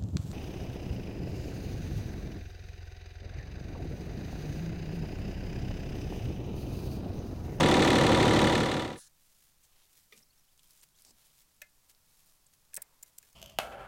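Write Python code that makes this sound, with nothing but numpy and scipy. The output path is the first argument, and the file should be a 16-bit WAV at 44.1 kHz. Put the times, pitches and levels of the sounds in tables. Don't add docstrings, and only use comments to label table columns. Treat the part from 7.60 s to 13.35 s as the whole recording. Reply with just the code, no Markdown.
import sys
import numpy as np
from scipy import signal
from scipy.fft import rfft, irfft
from scipy.io import wavfile
from scipy.ndimage import uniform_filter1d

SR = 44100
rng = np.random.default_rng(int(sys.argv[2]) if len(sys.argv) > 2 else 0)


def unload_wav(signal):
    wavfile.write(
        sys.argv[1],
        SR,
        np.round(np.clip(np.atleast_2d(signal).T, -1, 1) * 32767).astype(np.int16),
    )


N = 253575
TIME = np.arange(N) / SR
HZ = np.maximum(np.fft.rfftfreq(N, 1 / SR), 1)
CYCLE_HZ = 12.33

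# cycle_multiple, level_db
ENGINE_TONES = [(3, -45), (5, -50), (6, -38.5), (8, -41.5), (9, -38), (10, -39.5), (12, -38), (17, -39),
                (21, -37.5), (23, -38.5), (24, -39.5), (25, -41), (26, -32.5), (29, -36.5), (30, -36),
                (39, -37), (42, -43.5), (52, -44), (57, -44.5), (60, -42.5), (61, -43.5), (63, -40),
                (74, -46), (75, -47.5), (78, -45), (79, -37), (94, -47.5), (97, -45), (107, -45.5)]


def from_db(db):
    return 10 ** (np.asarray(db) / 20)


def rms_one(x):
    return x / np.sqrt(np.mean(x ** 2) + 1e-20)


def level_curve(rows):
    return from_db(np.interp(TIME, *np.transpose(rows)))


def over_hz(points):
    hz, value = np.transpose(points)
    return np.interp(np.log(HZ), np.log(hz), value)


def colour(x, spectrum):
    low_edge = np.minimum(HZ / spectrum[0][0], 1) ** 2
    return rms_one(irfft(rfft(x) * from_db(over_hz(spectrum)) * low_edge, N))


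def white():
    return rng.standard_normal(N)


def drift(rate_hz):
    points = rng.standard_normal(int(6 * rate_hz) + 2)
    return rms_one(np.interp(TIME * rate_hz, np.arange(len(points)), points))


def clicks(times, levels_db):
    out = np.zeros(N)
    out[np.round(np.asarray(times) * SR).astype(int)] = from_db(levels_db)
    return out + 1e-18


def decay(impulses, t60):
    return signal.lfilter([1], [1, -from_db(-60 / (t60 * SR))], impulses)


def struck(times, levels_db, modes):
    out = np.zeros(N)
    for k, (hz, mode_db, t60) in enumerate(modes):
        radius, angle = from_db(-60 / (t60 * SR)), 2 * np.pi * hz / SR
        blows = clicks(times, levels_db + mode_db + rng.standard_normal(len(times)))
        feedback = [1, -2 * radius * np.cos(angle), radius ** 2]
        out += (-1) ** k * signal.lfilter([.5, 0, -.5], feedback, blows)
    return out


def dense_ring(times, levels_db, low_hz, high_hz, t60):
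    band = signal.butter(3, [low_hz, high_hz], "band", fs=SR, output="sos")
    return rms_one(signal.sosfilt(band, white())) * decay(clicks(times, levels_db), t60)


def swells(rows):
    return sum(from_db(db) * np.clip(1 - (2 * (TIME - middle_s) / length_s) ** 2, 0, 1) ** 1.6
               for middle_s, length_s, db in rows)


def friction(spectrum, grain_db, grain_hz):
    return colour(white() * from_db(grain_db * drift(grain_hz)), spectrum)


def outdoors():
    # freq_hz, density_db
    air_eq = [(10, 16), (25, 4), (50, -9.5), (74, 0.5), (100, -9.5), (145, -4.5), (200, -11.5), (400, -18),
              (1000, -16.5), (2000, -20), (5000, -18), (15000, -19)]
    # time_s, level_db
    whir_levels = [(3.6, -110), (4.1, -85), (5.0, -87), (5.25, -75), (5.5, -80), (5.75, -84)]
    # freq_hz, density_db
    whir_eq = [(450, -4), (750, -5), (950, 1), (1200, -5), (2200, -11), (5000, -40)]
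    air = from_db(-68) * colour(white(), air_eq)
    return air + level_curve(whir_levels) * colour(white(), whir_eq)


def yard_reverb(x, t60, dull_hz):
    tail = (white() * from_db(-60 * TIME / t60))[:SR // 2]
    tail = signal.lfilter(*signal.butter(2, dull_hz, fs=SR), tail / np.sqrt(np.sum(tail ** 2)))
    return signal.fftconvolve(x, tail)[:N]


def bird(slur_count):
    # start_s, length_s, start_hz, end_hz, level_db
    chips = [(2.6245, 0.007, 4600, 6050, -61), (2.6305, .007, 4700, 5900, -62),
             (2.656, .014, 5300, 4200, -70), (2.690, .033, 4100, 4620, -71.5),
             (2.775, 0.011, 4750, 5700, -65), (2.791, .008, 5500, 6000, -66),
             (2.804, .014, 5400, 4900, -72)]
    first_s, gap_s, slur_s, rise_hz, slur_db = 2.719, .156, .023, 850, -72.5
    slurs = [(first_s + k * gap_s, slur_s, hz, hz + rise_hz, slur_db)
             for k, hz in enumerate(2500 + 140 * np.arange(slur_count))]
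    out = np.zeros(N)
    warble = 1 + .015 * drift(450)
    for start_s, length_s, start_hz, end_hz, db in chips + slurs:
        size, at = int(length_s * SR), int(start_s * SR)
        cycles = np.cumsum(np.linspace(start_hz, end_hz, size) * warble[at:at + size]) / SR
        out[at:at + size] += from_db(db) * np.sqrt(np.hanning(size)) * np.sin(2 * np.pi * cycles)
    flutter = from_db(3.5 * drift(220))
    return out * flutter


def boot():
    # middle_s, length_s, peak_db
    scuffs = [(2.18, 0.25, -72), (3.64, 0.25, -73.5)]
    # freq_hz, density_db
    dirt_eq = [(400, -4), (1000, -1.5), (1800, -7), (3300, 0.5), (4500, -3), (7000, -11), (15000, -24)]
    return swells(scuffs) * friction(dirt_eq, grain_db=2.5, grain_hz=300)


def arm_motion():
    # middle_s, length_s, peak_db
    gestures = [(1.66, 0.25, -69), (1.83, 0.27, -66.5), (2.045, 0.1, -67.5), (2.26, 0.53, -71),
                (2.38, 0.19, -68.5), (2.57, 0.18, -64.5), (2.79, 0.063, -69), (3.14, 0.36, -65.5),
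                (3.236, 0.033, -63.5), (3.43, 0.22, -65), (3.65, 0.26, -65), (3.8, 0.17, -66),
                (4.258, 0.054, -70), (4.303, 0.049, -61), (4.61, 0.46, -68), (4.94, 0.041, -63.5),
                (5.47, 0.1, -66.5), (5.66, 0.2, -69)]
    return np.hypot(swells(gestures), from_db(-75.5))


def sleeves():
    # freq_hz, density_db
    fabric_eq = [(300, -5), (1000, -6), (2000, -2), (4000, 1), (7000, 2), (11000, 2), (15500, -1)]
    grain_db = 2.5 * drift(500) + 1.2 * drift(60)
    return arm_motion() * colour(white() * from_db(grain_db), fabric_eq)


def glove_wipes():
    # middle_s, length_s, rub_db, edge_db
    pulls = np.array([(1.394, 0.078, -57, -54.5), (1.438, 0.085, -58, -68), (1.474, 0.026, -61, -77)])
    # freq_hz, density_db
    rub_eq = [(1250, -14), (1680, -3), (2150, -16), (3000, -11), (4280, 0), (4650, -4), (5200, -0.5),
              (7000, 0.5), (9500, -6), (11000, -6), (12000, -17), (16000, -12)]
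    # freq_hz, density_db
    edge_eq = [(6500, -22), (8400, -3), (10400, 2), (11000, -5), (11900, -24), (16000, -32)]
    middle_s, length_s, rub_db, edge_db = pulls.T
    rub = swells(zip(middle_s, length_s, rub_db)) * friction(rub_eq, grain_db=1.3, grain_hz=290)
    edge = swells(zip(middle_s, length_s, edge_db)) * colour(white(), edge_eq)
    return rub + edge


def track_scrape():
    # time_s, level_db
    stroke = [(3.445, -90.5), (3.458, -63.5), (3.49, -63), (3.516, -66), (3.527, -82)]
    # freq_hz, density_db
    scrape_eq = [(200, 1.5), (500, 0), (950, -1), (1400, -15.5), (3200, -14.5), (4300, -1), (5450, 1),
                 (6000, -2.5), (8200, 1), (9500, -8), (15500, -10.5)]
    return level_curve(stroke) * friction(scrape_eq, grain_db=2.5, grain_hz=400)


def grit_ticks(per_second):
    # start_s, level_db, low_hz, high_hz, t60_s
    snaps = [(2.036, -64, 6000, 8800, 0.13), (2.567, -60, 4500, 9000, .02), (2.576, -53, 2700, 9100, .028),
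             (2.5907, -57, 4500, 9000, .02), (2.977, -60, 3000, 11000, .015),
             (2.993, -60.5, 2400, 4000, .035), (2.994, -60, 4500, 11000, .02),
             (3.0324, -55, 3500, 14000, .011), (3.107, -55, 4000, 13000, .035),
             (3.176, -60, 6500, 11000, .015), (3.213, -54, 6500, 8700, .02),
             (3.288, -58, 4000, 10000, .012), (3.361, -60, 5800, 7600, .02), (3.387, -59, 3500, 7000, .02),
             (3.4207, -52, 4000, 14000, .018), (3.4495, -50, 4020, 11000, 0.022),
             (4.349, -61, 3000, 6000, .015), (4.866, -56.5, 6800, 8550, .02)]
    clear = sum(dense_ring([s], [db], low_hz, high_hz, t60) for s, db, low_hz, high_hz, t60 in snaps)
    onsets = rng.random(N) < per_second / SR
    over_rustle_db = 1.5 + 2.2 * white()[onsets]
    faint = dense_ring(TIME[onsets], over_rustle_db, low_hz=3750, high_hz=15000, t60=.015)
    return clear + arm_motion() * faint


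def bumps(gap_s):
    # start_s, knock_db, thud_db, settling_s
    contacts = [(2.539, -79, -68, .06), (2.604, -69, -78, .01), (3.449, -81, -70.5, .08),
                (4.022, -61, -92, .01), (5.178, -44.5, -70, .01), (5.645, -72, -82, .01)]
    # freq_hz, density_db
    knock_eq = [(70, -5), (130, -4), (200, -10), (380, -10), (580, 4), (750, -3), (1000, -9), (1300, -9),
                (1700, -1), (2100, -8), (2800, -16), (6000, -40), (15000, -60)]
    hits = [(start_s + wait_s, knock_db, thud_db) for start_s, knock_db, thud_db, settling_s in contacts
            for wait_s in np.arange(0, settling_s, gap_s)]
    times, knock_db, thud_db = np.transpose(hits)
    knocks = colour(white(), knock_eq) * decay(clicks(times, knock_db), t60=.04)
    return knocks + dense_ring(times, thud_db, low_hz=65, high_hz=298, t60=.13)


def tool_on_panel():
    # start_s, level_db
    contacts = [(2.5237, -51), (2.5278, -64)]
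    # pitch_hz, level_db, t60_s
    panel_modes = [(405, -10, 0.09), (460, -14, 0.16), (1185, -12, 0.075), (1250, -10, .06),
                   (1836, -13, .1), (2020, -2, 0.035), (2240, -5, 0.04), (2350, -2, .05), (2415, -2, 0.065),
                   (2830, -10, 0.036), (3270, -5, 0.05), (3540, -4, .05), (3618, -9, 0.09),
                   (4328, -18, .11), (4880, -12, 0.06), (5460, -17, .1), (5889, -12, 0.055)]
    times, levels_db = np.transpose(contacts)
    clack = dense_ring(times, levels_db - 5, low_hz=1900, high_hz=3900, t60=.04)
    buzz = dense_ring(times, levels_db - 17, low_hz=1900, high_hz=4400, t60=.2)
    thud = dense_ring(times, levels_db - 17, low_hz=300, high_hz=540, t60=.2)
    return struck(times, levels_db, panel_modes) + clack + buzz + thud


def steel_clinks():
    # start_s, clink_db, pitch_hz, snap_db, frame_db
    contacts = [(4.0169, -47, 6070, -41, -42.5), (4.0197, -45, 12400, -35, -46),
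                (5.134, -55, 6000, -54, -53), (5.1427, -31, 8750, -22.5, -64),
                (5.1535, -37, 8600, -50, -70), (5.1647, -30.5, 8100, -32, -57),
                (5.1697, -30, 8240, -45, -46.5), (5.219, -40, 8800, -40, -74),
                (5.2211, -34.5, 8800, -32, -54), (5.4273, -45, 7170, -35, -68),
                (5.4302, -36.5, 7130, -42, -61), (5.5815, -47, 7600, -51, -73),
                (5.585, -41.5, 7520, -38, -71), (5.628, -55, 7000, -55, -62),
                (5.729, -57.5, 6440, -62, -71)]
    # freq_hz, density_db
    crack_eq = [(2500, -23), (4000, -3.5), (6000, 0), (8500, 6), (10000, 4), (12300, 4.5), (15500, 3.5)]
    # pitch_ratio, level_db, t60_s
    part_modes = [(.8, -13.5, 0.016), (.93, -12, 0.016), (1, 0, 0.016), (1.09, -10, 0.016),
                  (1.22, -13, .01), (1.38, -14, 0.013), (1.62, -18, .012)]
    # pitch_hz, level_db, t60_s
    frame_modes = [(590, -18, 0.1), (1580, -9, 0.03), (1715, -6, 0.04), (1880, -10, .03), (2090, -12, 0.11),
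                   (2280, -8, .03), (2540, -4, 0.036), (2930, -13, .035), (3290, -14, 0.035),
                   (3800, -10, 0.022), (4400, -14, .02), (5230, -12, .02)]
    times, clink_db, pitch_hz, snap_db, frame_db = np.transpose(contacts)
    snap = decay(clicks(times, snap_db), t60=.0009)
    tail = from_db(-3) * decay(clicks(times, clink_db), t60=.021)
    crack = colour(white(), crack_eq) * (snap + tail)
    ring = sum(struck([s], db, [(ratio * hz, mode_db, t60) for ratio, mode_db, t60 in part_modes])
               for s, db, hz in zip(times, clink_db, pitch_hz))
    part = signal.sosfilt(signal.butter(2, 3000, "high", fs=SR, output="sos"), crack + ring)
    clank = dense_ring(times, frame_db - 14, low_hz=1450, high_hz=2650, t60=.065)
    sizzle = dense_ring(times, frame_db - 22, low_hz=3000, high_hz=9000, t60=.1)
    return part + struck(times, frame_db, frame_modes) + clank + sizzle


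def clatter(spectrum, alternate_db):
    # freq_hz, power_share
    repeat_shares = [(150, 0.6), (800, .72), (2000, .85), (3500, 0.3), (7000, 0.9), (13000, 0.5)]
    period = round(2 * SR / CYCLE_HZ)
    partials = np.exp(2j * np.pi * rng.random(period // 2 + 1))
    partials[1::2] *= from_db(alternate_db)
    partials[[2 * round(multiple) for multiple, _ in ENGINE_TONES]] = 0
    loop = rms_one(np.resize(irfft(partials, period), N))
    share = np.clip(over_hz(repeat_shares), 0, 1)
    blend = rfft(loop) * np.sqrt(share) + rfft(white()) * np.sqrt(1 - share)
    return colour(irfft(blend, N), spectrum)


def firing_envelope(delay_s, rise_s, t60):
    # late_s, strength_db
    cylinders = [(0, -1.4), (-.0004, .7), (.0008, .7)]
    times = np.arange(delay_s, TIME[-1] - .01, 1 / (len(cylinders) * CYCLE_HZ))
    late_s, strength_db = np.resize(cylinders, (len(times), 2)).T
    blows = clicks(times + late_s, strength_db + 1.1 * rng.standard_normal(len(times)))
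    return rms_one(decay(decay(blows, t60), rise_s))


def firing_bursts(spectrum, delay_s, rise_s, t60, alternate_db):
    ring = clatter(spectrum, alternate_db)
    even_ring = ring / np.sqrt(uniform_filter1d(ring ** 2, size=220) + 1e-9)
    return rms_one(even_ring * firing_envelope(delay_s, rise_s, t60))


def crank_tones(cycle_phase, rows):
    chug_s, muffler_low_hz, muffler_high_hz = .047, 275, 400
    since_chug = cycle_phase - 2 * np.pi * CYCLE_HZ * chug_s
    out = np.zeros(N)
    for multiple, db in rows:
        scatter_rad = 1 if muffler_low_hz < multiple * CYCLE_HZ < muffler_high_hz else np.pi
        gain = from_db(db + 1.2 * drift(13))
        out += gain * np.sin(round(multiple) * since_chug + rng.uniform(-scatter_rad, scatter_rad))
    return out


def diesel_idle():
    # cycle_multiple, level_db
    block_tones = [(141, -45), (144, -48), (159, -45.5), (161, -48), (171, -45), (234, -50), (251, -47),
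                   (274, -51), (286, -48), (313, -51), (320, -52)]
    # freq_hz, density_db
    drone_eq = [(65, -24.5), (110, -1), (200, 0.5), (340, -4.5), (430, -4.5), (540, 0), (650, -12),
                (800, -6), (1100, -12.5), (1600, -18.5), (2000, -19), (4000, -23), (5200, -31), (8000, -35),
                (11000, -46), (15000, -55.5)]
    # freq_hz, density_db
    thump_eq = [(130, -7.5), (220, -0.5), (330, 2.5), (420, -3), (520, -1), (650, -13), (1200, -34.5),
                (8000, -79)]
    # freq_hz, density_db
    block_eq = [(1300, -14), (1550, -14), (1720, 2), (1900, 0), (2100, -4), (2400, -12), (3200, -19),
                (9000, -22), (15000, -39)]
    # freq_hz, density_db
    knock_eq = [(500, -16), (900, -2.5), (1250, 1), (1420, 6.5), (1530, -6.5), (1800, 1), (2300, -5.5),
                (2500, -1.5), (2750, -5), (2890, 1), (3020, -5.5), (3230, -7), (3480, 5.5), (3680, -2),
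                (3860, 1), (4030, -5.5), (4230, -1.5), (4400, -7.5), (5100, -17), (7900, -17.5),
                (10000, -27), (12500, -36.5), (15500, -41.5)]
    # freq_hz, density_db
    tick_eq = [(1000, -16.5), (2000, 1), (3700, -1), (5000, -5), (5500, -4), (6050, 2), (6800, -5),
               (7600, -7), (8400, -6), (9200, -18), (10500, -20), (11300, -30), (12100, -24), (13000, -36),
               (15000, -44)]
    cycle_phase = 2 * np.pi * CYCLE_HZ * (TIME + .00004 * drift(7.4))
    tones = crank_tones(cycle_phase, ENGINE_TONES)
    tones += crank_tones(cycle_phase, block_tones) * firing_envelope(delay_s=.004, rise_s=.014, t60=.068)
    fan = from_db(-38 + 2.7 * drift(2.7)) * np.sin(2 * np.pi * 153.2 * TIME)
    drone = from_db(-25.5) * clatter(drone_eq, alternate_db=-7)
    thump = firing_bursts(thump_eq, delay_s=.018, rise_s=.022, t60=.039, alternate_db=-6)
    block = firing_bursts(block_eq, delay_s=.0046, rise_s=.009, t60=.024, alternate_db=-8)
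    knock = firing_bursts(knock_eq, delay_s=.0045, rise_s=.016, t60=.06, alternate_db=-12.5)
    valves = firing_bursts(tick_eq, delay_s=.017, rise_s=.0033, t60=.03, alternate_db=-9)
    injectors = firing_bursts(tick_eq, delay_s=.0027, rise_s=.0028, t60=.024, alternate_db=-14)
    combustion = from_db(-37.5) * block + from_db(-33) * knock + from_db(-44.5) * injectors
    combustion *= from_db(1.2 * drift(37))
    hum = np.sqrt(2) * (tones + fan) + drone
    return hum + combustion + from_db(-32) * thump + from_db(-44.5) * valves


def scene():
    events = steel_clinks() + bumps(gap_s=.036) + grit_ticks(per_second=14) + tool_on_panel()
    events += bird(slur_count=5)
    ambience = outdoors()
    fade_start_s, fade_end_s = .79, 1.4
    engine = diesel_idle() * np.interp(TIME, [fade_start_s, fade_end_s], [from_db(-.5), 0])
    reverb = from_db(-9.5) * yard_reverb(events, t60=.2, dull_hz=2390)
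    rubbing = sleeves() + glove_wipes() + track_scrape() + boot()
    return (ambience + reverb + rubbing + events + engine)[None]


def record(dry):
    return signal.sosfilt(signal.ellip(10, .1, 90, 15900, fs=SR, output="sos"), dry)


dry = scene()
out = record(dry)
unload_wav(out)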